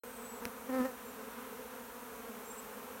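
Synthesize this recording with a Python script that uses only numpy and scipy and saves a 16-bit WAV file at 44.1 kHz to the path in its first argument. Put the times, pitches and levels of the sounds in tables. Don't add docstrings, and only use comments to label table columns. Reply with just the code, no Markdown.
import sys
import numpy as np
from scipy import signal
from scipy.fft import rfft, irfft, next_fast_len
from scipy.io import wavfile
from scipy.ndimage import map_coordinates

SR = 44100
rng = np.random.default_rng(int(sys.argv[2]) if len(sys.argv) > 2 else 0)


def int16_out(signal):
    q = np.round(np.clip(np.atleast_2d(signal).T, -1, 1) * 32767)
    wavfile.write(sys.argv[1], SR, q.astype(np.int16))


N = 132300
TIME = np.arange(N) / SR


def amp(db):
    return 10 ** (np.asarray(db) / 20)


def unit(x):
    return x / np.sqrt(np.mean(x ** 2) + 1e-20)


def along(points, x):
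    positions, values = np.transpose(points)
    return np.interp(np.log(x + 1e-9), np.log(positions), values)


def wobble(per_s):
    coarse = TIME[::32]
    knots = rng.standard_normal(1024)
    return np.interp(TIME, coarse, map_coordinates(knots, [coarse * per_s + 2], mode="wrap"))


def filtered(x, response):
    size = next_fast_len(N + SR // 2)
    return irfft(rfft(x, size) * response(np.fft.rfftfreq(size, 1 / SR)), size)[..., :N]


def noise(spectrum):
    return unit(filtered(rng.standard_normal(N), lambda hz: amp(along(spectrum, hz))))


def cycles(hz):
    return np.cumsum(hz) / SR


def air(level_db=-52.5):
    # f/Hz, relative level/dB
    spectrum = [(15, -35), (33, 1), (60, 9), (88, 1), (165, 5), (330, 4), (1000, 4.5), (3000, -7),
                (4200, -6.5), (4850, -11), (5800, -3.5), (7200, -4.5), (9300, -1.5), (10400, -5.5),
                (11500, -0.3), (13000, 0.2), (15800, -1.5)]
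    return amp(level_db) * noise(spectrum)


def birds(quaver_per_s=130, quaver_db=3):
    # start t/s, length/s, start f/Hz, end f/Hz, level/dB, quaver/share of the pitch
    calls = [(.03, .385, 8400, 7650, -58.5, .001), (1.04, .075, 7400, 7450, -64, .005),
             (2.45, 0.096, 7560, 7520, -57, .008), (2.54, 0.068, 7600, 7620, -55, 0.011),
             (2.445, 0.187, 8640, 8720, -61, .005)]
    out = np.zeros(N)
    for start, length, from_hz, to_hz, db, quaver in calls:
        progress = np.clip((TIME - start) / length, 0, 1)
        hz = (from_hz + (to_hz - from_hz) * progress) * (1 + quaver * wobble(quaver_per_s))
        swell = np.sqrt(np.abs(np.sin(np.pi * progress ** 1.47)))
        gain = np.sqrt(2) * amp(db + quaver_db * wobble(quaver_per_s))
        out += gain * swell * np.sin(2 * np.pi * cycles(hz))
    return out


def branch_echo(x, echo_db=-10.5, t60_s=0.29):
    t = TIME[:SR // 2]
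    tail = rng.standard_normal(len(t)) * amp(-60 * t / t60_s)
    return x + amp(echo_db) * signal.fftconvolve(x, tail / np.linalg.norm(tail))[:N]


def far_bee(wingbeat_hz, wander=.04, distance_swing_db=3.5, order=28, size=4096):
    # multiple of the wingbeat, relative level/dB
    far_wings = [(1, 0.5), (2, 3), (3, -6.5), (4, -2), (5, -3.5), (6, -4.5), (8, -12), (11, -14), (16, -22),
                 (28, -30.5)]
    harmonic_db = along(far_wings, np.arange(1, order + 1)) + rng.normal(0, 1.7, order)
    harmonics = amp(harmonic_db) * np.exp(2j * np.pi * rng.random(order))
    stroke = unit(irfft(np.r_[0, harmonics], size))
    beats = cycles(wingbeat_hz * (1 + wander * wobble(5) + .01 * wobble(30)))
    buzz = stroke[(beats * size).astype(int) % size]
    return buzz * amp(distance_swing_db * wobble(5.026))


def swarm(count=64, mean_hz=238, spread=.066, level_db=-48.5):
    rank = (np.arange(count) + .5) / count
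    bell = unit(np.arcsin(2 * rank - 1))
    wingbeats_hz = mean_hz * (1 + spread * bell)
    return amp(level_db) * unit(sum(far_bee(hz) for hz in wingbeats_hz))


def near_bee(flight, jitter, turn_per_s=22, turn_db=2, turn_rad=0.12, order=28):
    # multiple of the wingbeat, relative level/dB
    near_wings = [(1, -1.5), (2, -3), (3, -12), (4, -11.5), (5, -13.5), (6, -22), (7, -16), (9, -29.5),
                  (12, -37.5), (20, -40), (28, -41)]
    # f/Hz, relative level/dB
    wing_hiss = [(500, -20), (1500, 10.5), (4000, -7.5), (8000, -4.5), (13000, -1.5), (16000, -8)]
    # f/Hz, relative level/dB
    downwash_spectrum = [(20, -22), (60, 1.5), (130, -12), (350, 1.5), (1000, -27.5)]
    times, hz, fundamental_db, overtone_db = np.transpose(flight)
    phase = 2 * np.pi * cycles(np.interp(TIME, times, hz) * (1 + jitter * wobble(120)))
    present = (TIME > times[0]) & (TIME < times[-1])
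    fundamental_gain = amp(np.interp(TIME, times, fundamental_db)) * present
    overtone_gain = amp(np.interp(TIME, times, overtone_db)) * present
    tone = np.zeros(N)
    for k in range(1, order + 1):
        gain = fundamental_gain if k == 1 else overtone_gain * amp(turn_db * wobble(turn_per_s))
        turned_phase = phase + turn_rad * wobble(turn_per_s)
        tone += gain * amp(along(near_wings, k)) * np.sin(k * turned_phase + 2 * np.pi * rng.random())
    swish = overtone_gain * unit((1 + 0.66 * np.sin(phase)) * noise(wing_hiss))
    downwash = fundamental_gain ** 2 / fundamental_gain.max() * noise(downwash_spectrum)
    return np.sqrt(2) * tone + amp(-15.5) * swish + amp(-18) * downwash


def bump(at_s=.4535, crack_t60_s=0.0048, ring_lag_s=0.000494, puff_rise_s=0.0068):
    # f/Hz, level/dB, t60/s
    case_modes = [(2360, -26.5, 0.0047), (1730, -27.5, 0.003), (3910, -33.5, 0.0024), (5800, -34, 0.0036)]
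    # f/Hz, relative level/dB
    puff_spectrum = [(20, -13), (70, -7), (170, -3), (400, -6), (1000, -31)]
    t = np.maximum(TIME - at_s, 0)
    bright_noise = noise([(1000, -27), (3000, 5.5), (14000, 0)])
    crack = (t > 0) * amp(-30 - 60 * t / crack_t60_s) * bright_noise
    ring_t = np.maximum(t - ring_lag_s, 0)
    ring = sum(amp(db - 60 * ring_t / t60) * np.sin(2 * np.pi * hz * ring_t)
               for hz, db, t60 in case_modes)
    puff = amp(-50.5) * t / puff_rise_s * np.exp(1 - t / puff_rise_s) * noise(puff_spectrum)
    return crack + ring + puff


def scene():
    # t/s, wingbeat f/Hz, fundamental gain/dB, overtone gain/dB
    close_pass = [(.675, 262, -58, -72), (.697, 261.7, -36, -41), (.715, 255.7, -38.5, -44),
                  (.74, 260.7, -35, -37), (.78, 259.6, -35, -38.5), (.808, 251.1, -28.5, -36.5),
                  (.835, 250.6, -35, -41.5), (.856, 263.5, -37.5, -34), (.875, 261.3, -43, -42.5),
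                  (.91, 254, -64, -47)]
    bump_flight = [(.40, 225, -60, -60), (.425, 222.4, -45, -43), (.448, 225.7, -76, -48),
                   (.461, 235, -41, -42.5), (.476, 252, -53, -45.5), (.495, 243, -55, -53)]
    bees = swarm() + near_bee(close_pass, jitter=0.0089)
    bees += near_bee(bump_flight, jitter=0.0596) + bump()
    centre = bees + branch_echo(birds()) + air()
    return np.array([centre, centre])


def record(dry, silence_s=.035, top_hz=16080):
    return filtered(dry * (TIME > silence_s), lambda hz: hz < top_hz)


dry = scene()
out = record(dry)
int16_out(out)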